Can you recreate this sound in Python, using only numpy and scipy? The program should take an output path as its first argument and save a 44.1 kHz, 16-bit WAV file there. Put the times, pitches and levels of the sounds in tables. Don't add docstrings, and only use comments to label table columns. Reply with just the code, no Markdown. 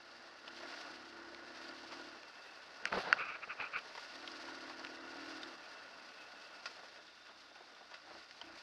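import sys
import numpy as np
from scipy import signal
from scipy.fft import rfft, irfft, next_fast_len
from scipy.io import wavfile
from scipy.ndimage import map_coordinates

SR = 44100
rng = np.random.default_rng(int(sys.argv[2]) if len(sys.argv) > 2 else 0)


def file_out(sig):
    cols = np.atleast_2d(sig).T
    lim = np.clip(cols, -1, 1)
    pcm = np.round(lim * 32767).astype(np.int16)
    wavfile.write(sys.argv[1], SR, pcm)


N = 380141

# time in seconds, firing rate in Hz.
FIRING_RATE = [(0, 33.68), (.6, 34.3), (.77, 41.26), (1, 35.47), (1.15, 33.66), (1.47, 34.75),
               (1.62, 37.27), (1.84, 35.9), (1.98, 38.38), (2.28, 34.9), (2.75, 38.47), (3.55, 34.66),
               (4.05, 38.15), (4.7, 37.55), (5.13, 37.73), (5.25, 41.13), (5.44, 38.3), (5.58, 36.84),
               (5.7, 40.33), (5.9, 36.94), (6.6, 38.5), (6.92, 32.8), (7.5, 32.3), (8.62, 29.97)]
# time fully open and start of closing in seconds, intake level in dB,
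# opening time and closing time in seconds.
THROTTLE_TWISTS = [(0.106, 0.39, -74, 0.28, 0.09), (0.604, 0.657, -60, 0.23, 0.092),
                   (0.993, 1.4, -60.5, 0.21, 0.28), (1.595, 2.01, -61, 0.96, 0.3),
                   (4.307, 5.49, -60.5, 0.25, 0.11), (8.146, 8.18, -62, 0.12, 0.063),
                   (8.45, 8.543, -58, 0.035, 0.059)]
GULP_HARMONICS = [13, 1, -6.5, -7, -12]
THUD_HARMONICS = [-1, -1, -12, -4.5, -11]

# frequency in Hz, bandwidth in Hz, relative gain in dB.
CASING_MODES = [(446, 8.8, 0), (570, 78, -6), (690, 21, -2.5), (1154, 56, -5), (1455, 30, 2.5),
                (1446, 38, 0), (1724, 76, -3), (2713, 84, -2.5)]
AIRBOX_MODES = [(336.2, 42.8, 0.5)]
LOOSE_PART_MODES = [(446, 190, -9), (662, 270, -5.5), (938, 82, -8), (1110, 58, -8), (1439, 76, -1.5),
                    (1860, 570, -2.5), (2560, 190, -22), (2590, 140, -6), (3180, 490, -7), (3780, 290, -16),
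                    (4680, 540, -1.5), (5130, 310, -12)]
CHAIN_MODES = [(2630, 53, 15), (2830, 270, -19), (3230, 110, 4)]

# frequency in Hz, relative spectral density in dB.
CHURN_SPECTRUM = [(40, -23), (150, -9), (225, -0.5), (300, 5), (420, -4.5), (650, 7), (950, 3.5),
                  (1450, 7.5), (2200, -7), (2750, -35), (3400, -7), (6000, -57)]
HISS_SPECTRUM = [(700, -16), (2000, 0), (2750, 0), (3200, -2.5), (3900, -0.5), (4750, 3.5), (5800, -5),
                 (6600, -13.5), (7400, -19), (7900, -19.5), (9000, -24.5), (12500, -33), (13300, -42)]
PALM_SPECTRUM = [(30, -20), (70, -10), (120, -20), (185, -0.5), (300, -7.5), (490, 3.5), (720, -3),
                 (1000, 0), (2000, -56)]
DRAG_SPECTRUM = [(30, -43), (100, -12.5), (180, -12.5), (330, -6.5), (490, -3), (750, 1.5), (1100, -4.5),
                 (1440, 2.5), (2200, -10), (3000, -14), (4650, -14), (6500, -38), (12000, -70)]
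WIPE_SPECTRUM = [(100, -25.5), (600, -22.5), (950, -21), (1200, -0.5), (1450, 0), (1850, -14), (2250, -3),
                 (2600, 0.5), (2900, -13), (3300, -26), (4500, -23.5), (6500, -67), (12000, -62)]
SCRAPE_SPECTRUM = [(700, -10), (1450, 3), (2800, 10), (3600, 4.5), (4750, 7), (6000, -5), (7400, -18),
                   (8700, -19), (11000, -22.5), (13000, -28)]

# centre in seconds, relative level in dB, half length in seconds.
GRAVEL_PATCHES = [(.56, -64, 0.024), (.76, -59, 0.25), (1.64, -61, 0.19), (1.99, -65.5, 0.18),
                  (3.99, -60.5, 0.16), (4.18, -64.5, 0.075), (4.47, -58, 0.22), (4.85, -64, 0.11),
                  (5.32, -61.5, 0.32), (6.8, -65.5, 0.28), (8.25, -64.5, 0.22), (8.6, -63.5, 0.088)]
STONE_SKIDS = [(.748, -58, 0.012)]
CHAIN_WHIRRS = [(2.5, -65, 0.32), (4, -65.5, 0.14), (5.6, -72, .15), (6.18, -65.5, 0.49),
                (8.55, -66.5, .12)]
PALM_PRESSES = [(2.855, -57, 0.03), (2.939, -38, 0.016), (2.967, -42, 0.0068), (2.978, -35.5, 0.0075),
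                (3.052, -58, 0.0054), (3.074, -44, 0.0093), (3.48, -50, 0.0041), (3.775, -53, 0.0085)]
GLOVE_DRAGS = [(2.856, -53.5, 0.026), (2.958, -39.5, 0.04), (3.08, -44, 0.091), (3.17, -53.5, 0.087),
               (3.4, -61, 0.3), (3.617, -47, 0.025), (3.78, -61, 0.014)]
GLOVE_WIPES = [(2.874, -42, 0.011), (2.926, -34, 0.0018), (3.212, -39, 0.027), (3.301, -44.5, 0.053),
               (3.355, -42.5, 0.0085), (3.436, -43, 0.013), (3.511, -40.5, 0.017), (3.607, -38.5, 0.0069),
               (3.632, -42.5, 0.042), (3.762, -38, 0.026)]
GLOVE_SCRAPES = [(2.874, -50, 0.006), (2.975, -50.5, 0.068), (3.018, -55.5, 0.034), (3.085, -65, 0.046),
                 (3.19, -56, 0.015), (3.61, -70, 0.017), (3.784, -47, 0.012)]

# time in seconds, level in dB of the chatter it excites.
TRACK_ROUGHNESS = [(0, -62.5), (.45, -63), (.68, -53), (1.05, -61.5), (1.6, -56), (2, -67), (2.3, -61.5),
                   (3.8, -58.5), (4.6, -57), (5.5, -57.5), (6.2, -67.5), (6.8, -62), (7, -66), (7.1, -91),
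                   (7.45, -89), (7.6, -68), (8.3, -65), (8.62, -58.5)]
# start in seconds, relative levels in dB of the low body,
# middle clank and high ping, 60 dB decay time in seconds.
JOLTS = [(0.479, -46, -47, -50, 0.032), (0.571, -58, -45.5, -47, 0.059), (0.683, -54, -55, -56, 0.17),
         (1.69, -48, -54, -43, 0.034), (1.921, -41, -50, -45, 0.16), (3.951, -42.5, -52, -48, 0.049),
         (3.976, -39, -48.5, -54, 0.084), (4.276, -48, -44, -47, 0.031), (4.317, -54, -53, -37, 0.029),
         (4.697, -44, -56, -43, 0.054), (4.795, -48, -49, -41.5, 0.059), (5.432, -54, -43.5, -42, 0.037),
         (6.657, -46, -39, -32.5, 0.082), (6.96, -51, -54, -55, 0.17), (7.079, -68, -53, -59, 0.079),
         (7.26, -67, -55, -59, 0.085), (7.288, -65, -58, -64, 0.13), (7.556, -67, -55, -62, 0.1),
         (7.762, -64, -58, -66, 0.11), (7.913, -47.5, -56, -56, 0.18), (7.941, -45, -46.5, -49, 0.11),
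         (8.31, -62, -50, -42, 0.029), (8.414, -40.5, -53, -41, 0.038)]
# start in seconds, peak in dB, lower and upper band edge in Hz,
# 60 dB decay time in seconds.
STONE_HITS = [(0.479, -39, 2570, 3500, .02), (1.347, -38, 1720, 2930, 0.011),
              (2.233, -41, 1600, 4400, 0.01), (3.952, -41, 2183, 3400, 0.013),
              (3.978, -40, 1400, 2910, .012), (4.2762, -34, 2870, 3600, 0.02),
              (4.697, -42, 1299, 2200, 0.011), (4.8486, -31.5, 1550, 2880, 0.01),
              (4.8691, -39, 2280, 3010, 0.0093), (5.432, -38.5, 3380, 4000, 0.024),
              (8.3102, -42, 1706, 2594, .016), (8.4139, -37.5, 2800, 3416, 0.022)]
# start in seconds, peak in dB, pitch in Hz,
# 60 dB decay time in seconds.
RUT_KNOCKS = [(.603, -46, 605, 0.092), (.628, -48, 520, 0.05), (.653, -49, 581, .07),
              (.725, -48, 926, 0.057), (1.836, -44, 655, 0.051), (1.909, -43, 1100, 0.095),
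              (1.996, -43, 660, 0.065), (4.486, -40, 985, .05), (4.699, -39, 1057, 0.055),
              (6.791, -44.5, 570, 0.054), (6.834, -41.5, 675, 0.024), (6.989, -51, 526, 0.048),
              (7.285, -51, 1207, 0.12), (7.294, -60, 330, 0.14), (7.31, -54, 1002, .07),
              (7.765, -51, 1147, .09), (7.513, -52, 590, 0.038), (7.556, -50, 751, 0.14),
              (7.607, -47.5, 557, 0.061), (7.632, -52, 1000, 0.052), (7.664, -55.5, 535, 0.058),
              (7.72, -54, 595, 0.06), (7.809, -49.5, 729, 0.064), (8.073, -48, 786, 0.13),
              (8.108, -41.5, 700, 0.061), (8.152, -43, 762, 0.053)]
# start in seconds, peak in dB, contact time in ms,
# tuning factor, longest 60 dB decay time in seconds.
FINGER_KNOCKS = [(2.8547, -19.5, 0.017, 0.99, 0.0059), (2.855, -19.5, 0.12, 1, .012),
                 (2.9277, -23, 0.32, 0.92, 0.016), (3.1278, -8, 0.14, 0.99, .034),
                 (3.207, -38, 0.11, 0.68, .02)]
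# frequency in Hz, 60 dB decay time in seconds, relative level in dB.
CAMERA_CASE_MODES = [(1360, 0.0075, -28), (1480, 0.012, 16.5), (1795, 0.0051, 12), (2360, 0.0049, 3),
                     (2740, 0.034, -3), (4650, 0.0051, 10.5), (5870, 0.01, -11), (8260, 0.0037, -1)]


def undb(db):
    return 10 ** (np.asarray(db) / 20)


def unit(x):
    return x / np.sqrt(np.mean(x ** 2))


def noise():
    return rng.standard_normal(N)


def walk(rate):
    return np.interp(np.arange(N) / SR * rate, np.arange(N), noise())


def curve(rows):
    return np.interp(np.arange(N) / SR, *np.transpose(rows))


def swells(rows):
    t = np.arange(N) / SR
    return sum(undb(db) * np.exp(-((t - centre) / half) ** 2) for centre, db, half in rows)


def colour(x, spectrum):
    hz, db = np.transpose(spectrum)
    size = next_fast_len(N)
    bin_hz = np.maximum(np.fft.rfftfreq(size, 1 / SR), 1)
    gain = undb(np.interp(np.log(bin_hz), np.log(hz), db))
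    return unit(irfft(rfft(x, size) * gain, size)[:N])


def resonator(x, hz, width):
    return signal.lfilter(*signal.iirpeak(hz, hz / width, SR), x)


def resonate(x, modes):
    return unit(sum(undb(db) * resonator(x, hz, width) for hz, width, db in modes))


def band(x, lo_hz, hi_hz, order=2):
    return signal.sosfilt(signal.butter(order, [lo_hz, hi_hz], "band", fs=SR, output="sos"), x)


def waver(x, depth_ms, rate):
    at = np.arange(N) + depth_ms / 1000 * SR * walk(rate)
    return map_coordinates(x, [at], mode="mirror")


def add(out, start, x):
    i = int(start * SR)
    out[i:i + len(x)] += x[:max(N - i, 0)]


def pulses(cycles, scatter_db):
    at = np.flatnonzero(np.diff(np.floor(cycles)) > 0)
    out = np.zeros(N)
    out[at] = undb(scatter_db * rng.standard_normal(N // 100)[:len(at)])
    return out


def shower(t60):
    t = np.arange(SR // 4) / SR
    shake = rng.standard_normal(len(t)) * np.exp(-np.log(1000) * t / t60)
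    shake[0] = 4
    return shake


def engine_speed(surge_from_s=4.295, surge_to_s=4.98, period_s=0.172, depth_hz=1.26):
    t = np.arange(N) / SR
    surging = (t > surge_from_s) & (t < surge_to_s)
    return curve(FIRING_RATE) + surging * depth_hz * np.sin(2 * np.pi * (t - surge_from_s) / period_s)


def throttle(shut_db=-79):
    t, opening = np.arange(N) / SR, np.zeros(N)
    for opened, closing, db, rise_s, fall_s in THROTTLE_TWISTS:
        held = np.clip(np.minimum(1 + (t - opened) / rise_s, 1 - (t - closing) / fall_s), 0, 1)
        opening = np.maximum(opening, undb(db) * held)
    return 20 * np.log10(opening + undb(shut_db))


def clatter(cycles, clatter_db):
    first, second = cycles - 0.1, cycles - 0.62
    blows = np.exp(-(first % 1) / 0.7) + 0.5 * np.exp(-(second % 1) / 0.38)
    slap = unit(pulses(first, scatter_db=2) + 0.5 * pulses(second, scatter_db=2))
    force = 0.8 * slap + unit(blows * noise()) * undb(2 * walk(30))
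    ring = unit(band(resonate(force, CASING_MODES), 363, 3800, order=3))
    ring = waver(ring, depth_ms=0.31, rate=25)
    churn = colour((1 + 0.35 * blows) * noise() * undb(1.3 * walk(30)), CHURN_SPECTRUM)
    rougher_db = curve(TRACK_ROUGHNESS) + 62
    return undb(clatter_db) * (undb(-5) * ring + undb(-3 + 0.0247 * rougher_db) * churn)


def intake_and_exhaust(cycles, intake_db):
    uneven = cycles + 0.013 * walk(38)
    gulps = sum(undb(db + 1.1 * walk(20)) * np.cos(2 * np.pi * k * uneven)
                for k, db in enumerate(GULP_HARMONICS, start=7))
    turbulence = undb(-2) * noise()
    honk = resonate(resonate(gulps + turbulence, AIRBOX_MODES), AIRBOX_MODES)
    thud = sum(undb(db + 2 * walk(6.7)) * np.sin(2 * np.pi * k * cycles)
               for k, db in enumerate(THUD_HARMONICS, start=2))
    return honk * undb(intake_db) + unit(thud) * undb(0.46 * intake_db - 52.5)


def tyres_and_valves(cycles, level, stones_per_s=400, crunch_decay_s=0.0078):
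    stones = (rng.random(N) < stones_per_s / SR) * undb(4 * np.minimum(rng.exponential(size=N), 2))
    crunch = signal.lfilter([1], [1, -np.exp(-1 / (crunch_decay_s * SR))], stones) * noise()
    sand = noise() * undb(2.2 * walk(70))
    valves = np.exp(-((cycles - 0.58) % 1) / 0.11) * noise()
    return level * undb(2) * colour(sand + 0.86 * unit(crunch) + 0.37 * unit(valves), HISS_SPECTRUM)


def chatter(jolts_per_s=170, decay_s=0.014):
    jolts = (rng.random(N) < jolts_per_s / SR) * undb(4 * np.clip(noise(), -1, 1))
    energy = signal.lfilter([1], [1, -np.exp(-2 / (decay_s * SR))], jolts ** 2 + 1e-18)
    ring = resonate(np.sqrt(energy) * noise(), LOOSE_PART_MODES)
    return undb(curve(TRACK_ROUGHNESS)) * unit(band(ring, 423, 1810, order=3))


def rattles():
    out = np.zeros(N)
    for start, body_db, clank_db, ping_db, t60 in JOLTS:
        shake, ring = shower(t60), 0
        for hz, width, db in LOOSE_PART_MODES:
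            jolt_db = np.interp(hz, [1100, 1400, 3200, 3700], [body_db, clank_db, clank_db, ping_db])
            width_gain = np.sqrt(SR / np.pi / width)
            ring = ring + undb(db + jolt_db) * width_gain * resonator(shake, hz, width)
        add(out, start, undb(-5) * band(ring, 560, 4600, order=3))
    return out


def stone_ticks(ring_db=-2):
    out, t = np.zeros(N), np.arange(SR // 4) / SR
    for start, db, low_hz, top_hz, t60 in STONE_HITS:
        crack = band(shower(t60), low_hz, top_hz, order=1)
        crack = band(crack, 1120, 5560, order=4)
        ring = np.sin(2 * np.pi * np.sqrt(low_hz * top_hz) * t) * np.exp(-np.log(1000) * t / t60)
        tick = unit(crack) + undb(ring_db) * unit(ring)
        add(out, start, undb(db) * tick / np.abs(tick).max())
    return out


def frame_thumps(edge_ratio=1.335, mean_gap_s=0.011, bounce_db=-7, scatter_octaves=0.25):
    out = np.zeros(N)
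    for start, db, hz, t60 in RUT_KNOCKS:
        spot_hz = hz
        for bounce in range(3):
            knock = band(shower(t60), spot_hz / edge_ratio, spot_hz * edge_ratio, order=1)
            knock = band(knock, 206, 2300)
            add(out, start, undb(db + bounce * bounce_db) * knock / np.abs(knock).max())
            start += mean_gap_s * (0.5 + rng.random())
            spot_hz = hz * 2 ** (scatter_octaves * rng.uniform(-1, 1))
    return out


def stone_skid(centre_hz=2060, octaves_per_s=12, width_hz=260):
    from_centre_s = np.clip(np.arange(N) / SR - STONE_SKIDS[0][0], -0.05, 0.05)
    hz = centre_hz * 2 ** (-octaves_per_s * from_centre_s)
    phase = 2 * np.pi * np.cumsum(hz) / SR
    return swells(STONE_SKIDS) * (walk(width_hz) * np.sin(phase) + walk(width_hz) * np.cos(phase))


def chain_whirr():
    ring = waver(resonate(noise(), CHAIN_MODES), depth_ms=0.486, rate=22)
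    return swells(CHAIN_WHIRRS) * ring * undb(2.7 * walk(28))


def glove():
    palm = swells(PALM_PRESSES) * colour(noise(), PALM_SPECTRUM)
    drag = swells(GLOVE_DRAGS) * colour(noise() * undb(3.2 * walk(160)), DRAG_SPECTRUM)
    wipe = swells(GLOVE_WIPES) * colour(noise() * undb(2 * walk(300)), WIPE_SPECTRUM)
    catching = noise() * undb(4.5 * np.clip(walk(400), -2, 1))
    scrape = swells(GLOVE_SCRAPES) * colour(catching, SCRAPE_SPECTRUM)
    return palm + drag + wipe + scrape


def case_knocks():
    out, t = np.zeros(N), np.arange(SR // 20) / SR
    for start, db, contact_ms, tuning, longest_s in FINGER_KNOCKS:
        ring = 0
        for hz, t60, mode_db in CAMERA_CASE_MODES:
            decay = np.exp(-np.log(1000) * t / min(t60, longest_s))
            ring = ring + undb(mode_db) * np.sin(2 * np.pi * hz * tuning * t) * decay
        force = t * np.exp(-2 * t * 1000 / contact_ms)
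        knock = band(signal.fftconvolve(ring, force)[:len(t)], 1640, 7300, order=3)
        add(out, start, undb(db) * knock / np.abs(knock).max())
    return out


def brake(centre_s=7.35, half_length_s=1, level_db=-71):
    ring = unit(resonator(noise(), hz=3600, width=150))
    return swells([(centre_s, level_db, half_length_s)]) * ring


def scene(cruise_hz=36.27, full_load_db=-64.5):
    firing_hz, intake_db = engine_speed(), throttle()
    faster_hz = firing_hz - cruise_hz
    load = np.minimum(undb(intake_db - full_load_db), 1)
    clatter_db = -58.5 + 0.72 * faster_hz + 3.5 * load + 0.35 * walk(7.7)
    rolling = undb(-63.5 + 0.5 * faster_hz + 1.5 * load + 0.22 * walk(8.3))
    hiss_level = np.hypot(rolling, swells(GRAVEL_PATCHES))
    cycles = np.cumsum(firing_hz * (1 + 0.003965 * walk(30))) / SR
    engine = intake_and_exhaust(cycles, intake_db) + clatter(cycles, clatter_db)
    running_gear = chain_whirr() + brake() + tyres_and_valves(cycles, hiss_level)
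    track = chatter() + rattles() + frame_thumps() + stone_ticks() + stone_skid()
    return (engine + running_gear + track + case_knocks() + glove())[None]


def record(dry, cutoff_hz=13000):
    return signal.sosfilt(signal.ellip(8, 0.2, 70, cutoff_hz, fs=SR, output="sos"), dry)


dry = scene()
out = record(dry)
file_out(out)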